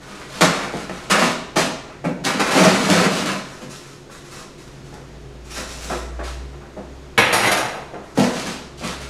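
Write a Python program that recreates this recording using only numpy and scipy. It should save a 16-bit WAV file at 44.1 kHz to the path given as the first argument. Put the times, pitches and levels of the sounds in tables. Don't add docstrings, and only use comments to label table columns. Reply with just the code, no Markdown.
import sys
import numpy as np
from scipy import signal
from scipy.fft import rfft, irfft
from scipy.io import wavfile
from scipy.ndimage import uniform_filter1d

SR = 44100
rng = np.random.default_rng(int(sys.argv[2]) if len(sys.argv) > 2 else 0)


def amplitude_ratio(level_db):
    exponent = np.asarray(level_db, float) / 20
    return 10 ** exponent


def file_out(sig):
    cols = np.atleast_2d(sig).T
    lim = np.clip(cols, -1, 1)
    pcm = np.round(lim * 32767).astype(np.int16)
    wavfile.write(sys.argv[1], SR, pcm)


N = 400993

# (time [s], peak [dB], weight [dB], sharpness [dB], crunch length [s])
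KNIFE_BLOWS = [(0.4094, -3.5, 3, 0.5, 0.013), (0.428, -10.5, -8, 0, 0.016), (0.45, -15.5, 2.5, 0, 0.007),
               (0.7382, -29.5, 10, -22, 0.01), (0.896, -18, -9.5, -10.5, 0.0068),
               (1.099, -4.5, -6, -1.5, 0.024), (1.215, -11.5, 0.5, -14, 0.022),
               (1.558, -10, 6.5, 0.5, 0.033), (1.9, -54, -15, -23, 0.014),
               (2.0418, -19.5, 8.5, -15.5, 0.02), (2.239, -19, 9, 2.5, 0.027), (2.395, -6.5, -5, -7, 0.017),
               (2.552, -14.5, 8, -1, 0.027), (2.889, -12, 10.5, -4, 0.021), (3.612, -32, 12, -1.5, 0.019),
               (8.175, -19.5, 20.5, 0.5, 0.01), (8.195, -22.5, 17, 9, 0.009),
               (8.458, -25, 15.5, 1.5, 0.027), (8.811, -27, 10, -9.5, 0.023)]
# (start [s], length [s], level [dB], weight [dB], sharpness [dB])
KNIFE_CUTS = [(0, 0.082, -42.5, -6, -3), (0.045, 0.25, -38.5, 0, -3), (0.266, 0.34, -34.5, 1, 4),
              (0.472, 0.18, -27.5, -4.5, -8), (0.717, 0.11, -36, 2, -1), (0.887, 0.2, -37.5, -5, -1),
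              (1.125, 0.061, -22, -4.5, -17), (1.171, 0.077, -22.5, 2.5, 1), (1.586, 0.024, -44, 6, 21),
              (1.887, 0.052, -46, -16, -23), (2.256, 0.051, -21, 1, -5), (2.415, 0.19, -23, -5, -6),
              (2.504, 0.041, -17.5, 2, -2.5), (2.544, 0.15, -16.5, 4.5, -5), (2.674, 0.27, -21, 3, -1),
              (2.888, 0.16, -18.5, 3.5, -4), (3.085, .15, -26.5, 7.5, -0.5),
              (3.251, 0.037, -22.5, 3.5, -2.5), (6.225, 0.088, -38.5, -18, 6), (8.176, 0.18, -30.5, 2, 0),
              (8.307, 0.25, -33, 3, 3), (8.77, .04, -46, 5, 10), (8.825, 0.089, -30.5, 3.5, 1),
              (8.961, 0.3, -39.5, -2, 1)]
# (time [s], peak [dB], weight [dB], sharpness [dB], length [s])
SOFT_BUMPS = [(1.566, -17, 6, -12, 0.019), (8.177, -22, 13, -5, 0.037), (4.098, -35.5, -7, -11, 0.017),
              (4.927, -38.5, 0.5, -22, 0.016), (5.5738, -23, -10, 3, 0.0061),
              (5.8974, -19, -2.5, -14, 0.031), (6.1913, -25.5, 0.5, -22, 0.026),
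              (6.531, -38.5, -5, -30, 0.019), (6.609, -37.5, -7, -35, 0.04),
              (6.767, -36.5, 10.5, -17, 0.031), (7.936, -34, 4, -49, 0.024)]
# (start [s], length [s], level [dB], weight [dB], sharpness [dB])
HAND_BRUSHES = [(3.4, 0.4, -42, 0, 0), (3.691, 0.058, -40, -20, 5), (3.79, 0.16, -46.5, -9, 3),
                (4.1, 0.068, -45.5, -14, 4.5), (4.22, 0.14, -43.5, -16, -0.5), (4.3, 0.11, -41, -0.5, 3),
                (4.575, .04, -51.5, -8, 6), (4.64, 0.14, -55.5, -11, 4), (4.837, .06, -56, -6, 6),
                (4.918, .04, -45, 1, -9), (5.44, .05, -51, -8, 7), (5.493, .07, -39, -8, 5),
                (5.535, 0.073, -32.5, -3.5, 2), (5.66, .16, -42, -1, 6.5), (5.792, 0.19, -39.5, 3, 7),
                (6.117, .06, -48, -6, -7), (7.94, 0.054, -40.5, -5, -27), (8.024, .1, -46.5, -12, -5),
                (8.147, 0.044, -38.5, 2, 0)]
# (level [dB], share of weight [dB/dB], share of sharpness [dB/dB])
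CUT_PARTS = [
    (1, 0, -0.066),
    (-1, 1, -0.34),
    (-2.5, 0.51, -0.35),
    (0, 0.1, 0.69),
]
# (level [dB], share of weight [dB/dB], share of sharpness [dB/dB])
FLAP_PARTS = [
    (0.5, 0.12, 0.019),
    (-2.5, 1, -0.014),
    (-0.5, 0.81, -0.17),
    (0.5, 0.057, 0.99),
]
# (frequency [Hz], width [Hz], level [dB])
BOX_AIR = [(113.8, 43.5, -14.5), (157.7, 25.4, -7), (183, 30, -0.5), (202.4, 20.3, -2), (248.2, 25, -9.5),
           (294.7, 37, -8.5)]
# (frequency [Hz], width [Hz], level [dB])
BOX_WALLS = [(383, 146, 0.8), (520, 148, -2.1), (630, 215, 0.082), (806, 180, -2.1)]
# (frequency [Hz], width [Hz], level [dB])
BOX_PANELS = [(1132, 400, 2), (1405, 790, 0.5), (1630, 840, -3.5), (2254, 480, -0.5)]
# (frequency [Hz], width [Hz], level [dB])
TAPE_CRACKLE = [(3065, 1350, -1.5), (4470, 1630, -3), (6380, 2150, -6), (8940, 3100, -11.5),
                (11900, 1300, -21.5)]
# (frequency [Hz], width [Hz], level [dB])
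SLEEVE_RUSTLE = [(2380, 1200, 3.5), (4000, 4000, 2), (6130, 3600, 2.5), (9400, 2300, -4.5),
                 (12300, 3000, -19)]

# (time [s], peak [dB], weight [dB], sharpness [dB], rattle length [s])
KNIFE_BOUNCES = [
    (7.1793, 0, -5.5, -18, 0.011),
    (7.221, -14, -3.5, -24, 0.011),
    (7.3283, -15, 7, 1, 0.021),
    (7.461, -24, 1, 5.5, 0.012),
    (7.4745, -13, 7, -7, 0.0071),
    (7.516, -15.5, 0, 1.5, 0.014),
    (7.5705, -21.5, 2.5, 3, 0.016),
    (7.6594, -41, 3, -6, 0.012),
]
# (start [s], length [s], level [dB], weight [dB], sharpness [dB])
KNIFE_SLIDES = [(7.2, .13, -25, -5, -19), (7.346, 0.065, -29, 0, -5), (7.413, .14, -25, 2, -14),
                (7.557, 0.13, -36, 9, -8.5), (7.716, 0.074, -47.5, 12.5, -23)]
# (level [dB], share of weight [dB/dB], share of sharpness [dB/dB])
KNIFE_PARTS = [
    (0.5, 0, 0.028),
    (2, 0.84, 0),
    (-1, 0.093, 0.82),
    (-7, 0.55, 0.61),
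]
# (frequency [Hz], width [Hz], level [dB])
SLAB_CLACK = [(2050, 1040, 6), (2360, 400, 1.5), (3060, 900, -2.5)]
# (frequency [Hz], width [Hz], level [dB])
COUNTER_THUD = [(118.4, 51, 2.5), (202.4, 54, 5), (324, 230, -2.5), (536, 360, 2), (790, 280, 5),
                (1180, 460, 0.5), (1615, 195, 3)]
# (frequency [Hz], width [Hz], level [dB])
STEEL_RASP = [(4140, 2300, 2.5), (6500, 1050, 0), (9500, 2600, -2.5), (11500, 1800, -6)]
# (frequency [Hz], width [Hz], level [dB])
BLADE_TONES = [(3953, 35, 3), (4470, 50, 0), (4870, 72, 0), (5330, 40, -7), (5635, 50, 2), (6660, 49, 0),
               (7000, 47, 0), (8320, 52, 1.5), (8800, 65, -5), (9640, 40, 2), (10160, 60, 1),
               (11500, 60, -5), (13250, 40, -4), (15200, 40, -11)]

# (frequency [Hz], time to fall 60 dB [s])
KITCHEN_DECAY = [(125, 0.37), (500, 0.83), (1500, 0.69), (4000, 0.72), (8000, 0.57), (14000, 0.22)]
# (frequency [Hz], width [Hz], level [dB])
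FRIDGE_TONES = [(138.6, 13, -46.5), (272, 11, -58), (354.8, 19.5, -51), (411.7, 10, -53.5), (497, 8.7, -61)]
# (time [s], drone [Hz], level [dB])
VEHICLE_DRONE = [(0, 54.8, -56), (.86, 54.7, -48), (1.5, 55.3, -51), (2.4, 56, -53), (3.9, 52.5, -60),
                 (4.76, 55.6, -51), (5.3, 58, -40.5), (5.6, 58.8, -40.5), (6.2, 60, -29.5),
                 (6.45, 62.7, -32), (6.7, 62.5, -48), (6.92, 64, -39), (7.3, 64, -51), (8.1, 66.5, -51),
                 (8.7, 66, -46), (9.09, 65, -38)]
# (frequency [Hz], level per Hz [dB])
ROOM_AIR = [(17, -8.5), (45, -7.5), (74, -11), (137, -8.5), (330, -9.5), (950, -19.5), (6720, -32.5),
            (15500, -52.5)]
# (frequency [Hz], level [dB])
WHINE = [(6681, -72)]


def box():
    cutting = amplitude_ratio(-5.0) * force(KNIFE_BLOWS, KNIFE_CUTS, CUT_PARTS, rise=0.3, patchy_db=2.0)
    handling = amplitude_ratio(-5.5) * force(SOFT_BUMPS, HAND_BRUSHES, FLAP_PARTS, rise=0.12, patchy_db=0.5)
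    coarse = grit(7000, spread_db=3.0)
    fine = grit(15000, spread_db=3.0)
    cut_card = card(cutting, KNIFE_BLOWS, BOX_PANELS, TAPE_CRACKLE, coarse)
    moved_flaps = card(handling, SOFT_BUMPS, BOX_PANELS[:-1], SLEEVE_RUSTLE, fine)
    return cut_card + moved_flaps


def card(strength, hits, panels, surface, slips):
    panel_force, air_force, wall_force, surface_force = strength
    thumps = pushed(grit(700, spread_db=2.5), hits, firm_db=34)
    boom = struck(air_force, thumps, rings(BOX_AIR))
    walls = struck(wall_force, thumps + level(slips), humps(BOX_WALLS))
    panel = struck(panel_force, slips, humps(panels))
    crackle = struck(surface_force, np.roll(slips[::-1], 1), humps(surface))
    return boom + walls + panel + crackle


def knife():
    strength = amplitude_ratio(-2.5) * force(KNIFE_BOUNCES, KNIFE_SLIDES, KNIFE_PARTS, rise=0.13, patchy_db=4.0)
    clack_force, thud_force, rasp_force, blade_force = strength
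    chatter = grit(6000, spread_db=3.0)
    clack = struck(clack_force, chatter, humps(SLAB_CLACK))
    thud = struck(thud_force, chatter[::-1], humps(COUNTER_THUD))
    rasp = struck(rasp_force, chatter[::-1], humps(STEEL_RASP))
    blade = struck(blade_force, pushed(chatter, KNIFE_BOUNCES, firm_db=14), rings(BLADE_TONES))
    return clack + thud + rasp + blade


def force(hits, strokes, parts, rise, patchy_db):
    swell_share, sag_db_per_s, release_db_per_s = 0.24, 28.5, 146
    t = np.arange(N) / SR
    base_db, by_weight, by_edge = np.transpose(parts)
    bursts, drags = np.zeros((2, 4, N))

    for time, db, weight, edge, length in hits:
        start = int((time - .003) * SR)
        length = max(length, .002)
        age = t[1:min(N - start, SR // 2) + 1]
        swell = (1 - np.exp(-age / (rise * length))) ** 2
        shape = swell * np.exp(-age / length)
        gains = amplitude_ratio(db + base_db + by_weight * weight + by_edge * edge)
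        bursts[:, start:start + len(age)] += (gains[:, None] * shape) ** 2

    for time, length, db, weight, edge in strokes:
        start = int(time * SR)
        age = t[:min(N - start, SR)]
        fall_db = sag_db_per_s * age + release_db_per_s * np.maximum(age - length, 0)
        swell = np.minimum(age / (swell_share * length), 1)
        shape = swell * amplitude_ratio(-fall_db)
        gains = amplitude_ratio(db + base_db + by_weight * weight + by_edge * edge)
        drags[:, start:start + len(age)] += (gains[:, None] * shape) ** 2

    unevenness = amplitude_ratio(patchy_db * walk(30))
    return np.sqrt(bursts + drags * unevenness ** 2)


def grit(per_s, spread_db):
    happens, rarity, side = rng.random((3, N))
    size = amplitude_ratio(-spread_db * np.log(1 - rarity))
    return (happens < per_s / SR) * size * np.sign(side - .5)


def pushed(fine, hits, firm_db):
    out = level(fine)
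    moments = (np.array(hits)[:, 0] * SR).astype(int)
    out[moments] += amplitude_ratio(firm_db)
    return out


def struck(strength, clicks, body):
    unit_body = body / np.sqrt(np.sum(body ** 2))
    return signal.oaconvolve(strength * level(clicks), unit_body)[:N]


def rings(modes):
    age = np.arange(SR // 2) / SR
    out = 0
    for k, (hz, width, db) in enumerate(modes):
        gain = (-1) ** k * amplitude_ratio(db) * np.sqrt(width)
        decay = np.exp(-np.pi * width * age)
        onset = np.tanh(hz * age)
        out = out + gain * decay * np.sin(2 * np.pi * hz * age) * onset
    return out


def humps(modes, size=8192):
    f = np.fft.rfftfreq(size, 1 / SR) + 1
    power = 0
    for hz, width, db in modes:
        detune = (f - hz ** 2 / f) / width
        power = power + amplitude_ratio(db) ** 2 / (1 + detune ** 2) ** 2
    cepstrum = irfft(np.log(power + 1e-12))[:size // 2]
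    cepstrum[0] /= 2
    return irfft(np.exp(rfft(cepstrum, size)))[:size // 4]


def level(x, db=0):
    return x * amplitude_ratio(db) / np.sqrt(np.mean(x ** 2))


def walk(rate):
    hold = int(SR / rate)
    steps = np.repeat(rng.standard_normal(N // hold + 1), hold)
    smooth = uniform_filter1d(uniform_filter1d(steps, hold), hold)
    return 1.07 * smooth[:N]


def kitchen(x):
    shares = np.array([walk(14) for _ in range(4)])
    shares /= np.sqrt(np.sum(shares ** 2, axis=0))
    return x + sum(signal.fftconvolve(x * share, echo())[:N] for share in shares)


def echo():
    wet_db, fill_s, early_db, early_s = 0.5, 0.0027, 7.5, 0.023
    age = np.arange(int(1.2 * SR)) / SR
    hz, t60 = np.transpose(KITCHEN_DECAY)
    tail = 0
    for centre in 60 * 2 ** np.arange(0, 8.1, .5):
        band = narrow(centre, centre / 3, count=len(age))
        ring_s = np.interp(np.log(centre), np.log(hz), t60)
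        tail = tail + band * amplitude_ratio(-60 * age / ring_s)
    fill = 1 - np.exp(-age / fill_s)
    early = amplitude_ratio(early_db * np.exp(-age / early_s))
    tail = tail * fill * early
    return amplitude_ratio(wet_db) * tail / np.sqrt(np.sum(tail ** 2))


def background():
    return room_air() + fridge() + whine() + vehicle()


def room_air():
    f = np.fft.rfftfreq(N, 1 / SR) + 1
    hz, db = np.transpose(ROOM_AIR)
    colour = amplitude_ratio(np.interp(np.log(f), np.log(hz), db))
    air = irfft(rfft(rng.standard_normal(N)) * colour, N)
    return level(air, -43.5) * amplitude_ratio(1.0 * walk(3.764))


def fridge():
    out = 0
    for hz, width, db in FRIDGE_TONES:
        out = out + level(narrow(hz, width, count=N), db) * amplitude_ratio(1.3 * walk(3.2))
    return out


def whine():
    hz, db = WHINE[0]
    t = np.arange(N) / SR
    return np.sqrt(2) * amplitude_ratio(db + 2.8 * walk(35)) * np.sin(2 * np.pi * hz * t)


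def vehicle():
    time, hz, db = np.transpose(VEHICLE_DRONE)
    t = np.arange(N) / SR
    pitch = np.interp(t, time, hz) * (1 + 0.0098 * walk(13))
    phase = 2 * np.pi * np.cumsum(pitch) / SR
    return np.sqrt(2) * amplitude_ratio(np.interp(t, time, db) + 0.5 * walk(29)) * np.sin(phase)


def narrow(hz, width, count):
    b, a = signal.iirpeak(hz, hz / width, fs=SR)
    once = signal.lfilter(b, a, rng.standard_normal(count))
    return signal.lfilter(b, a, once)


def scene():
    no_deep_bass = signal.butter(2, 90, "high", fs=SR, output="sos")
    near = signal.sosfilt(no_deep_bass, box() + knife())
    return (kitchen(near) + background())[None]


def top_cut(x):
    return signal.sosfilt(signal.butter(12, 15780, fs=SR, output="sos"), x)


def record(dry):
    mic_top_hz = 13900
    heard = signal.sosfilt(signal.butter(4, mic_top_hz, fs=SR, output="sos"), dry)
    rounded = 1.124 * np.tanh(heard / 1.118)
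    return top_cut(rounded)


dry = scene()
out = record(dry)
file_out(out)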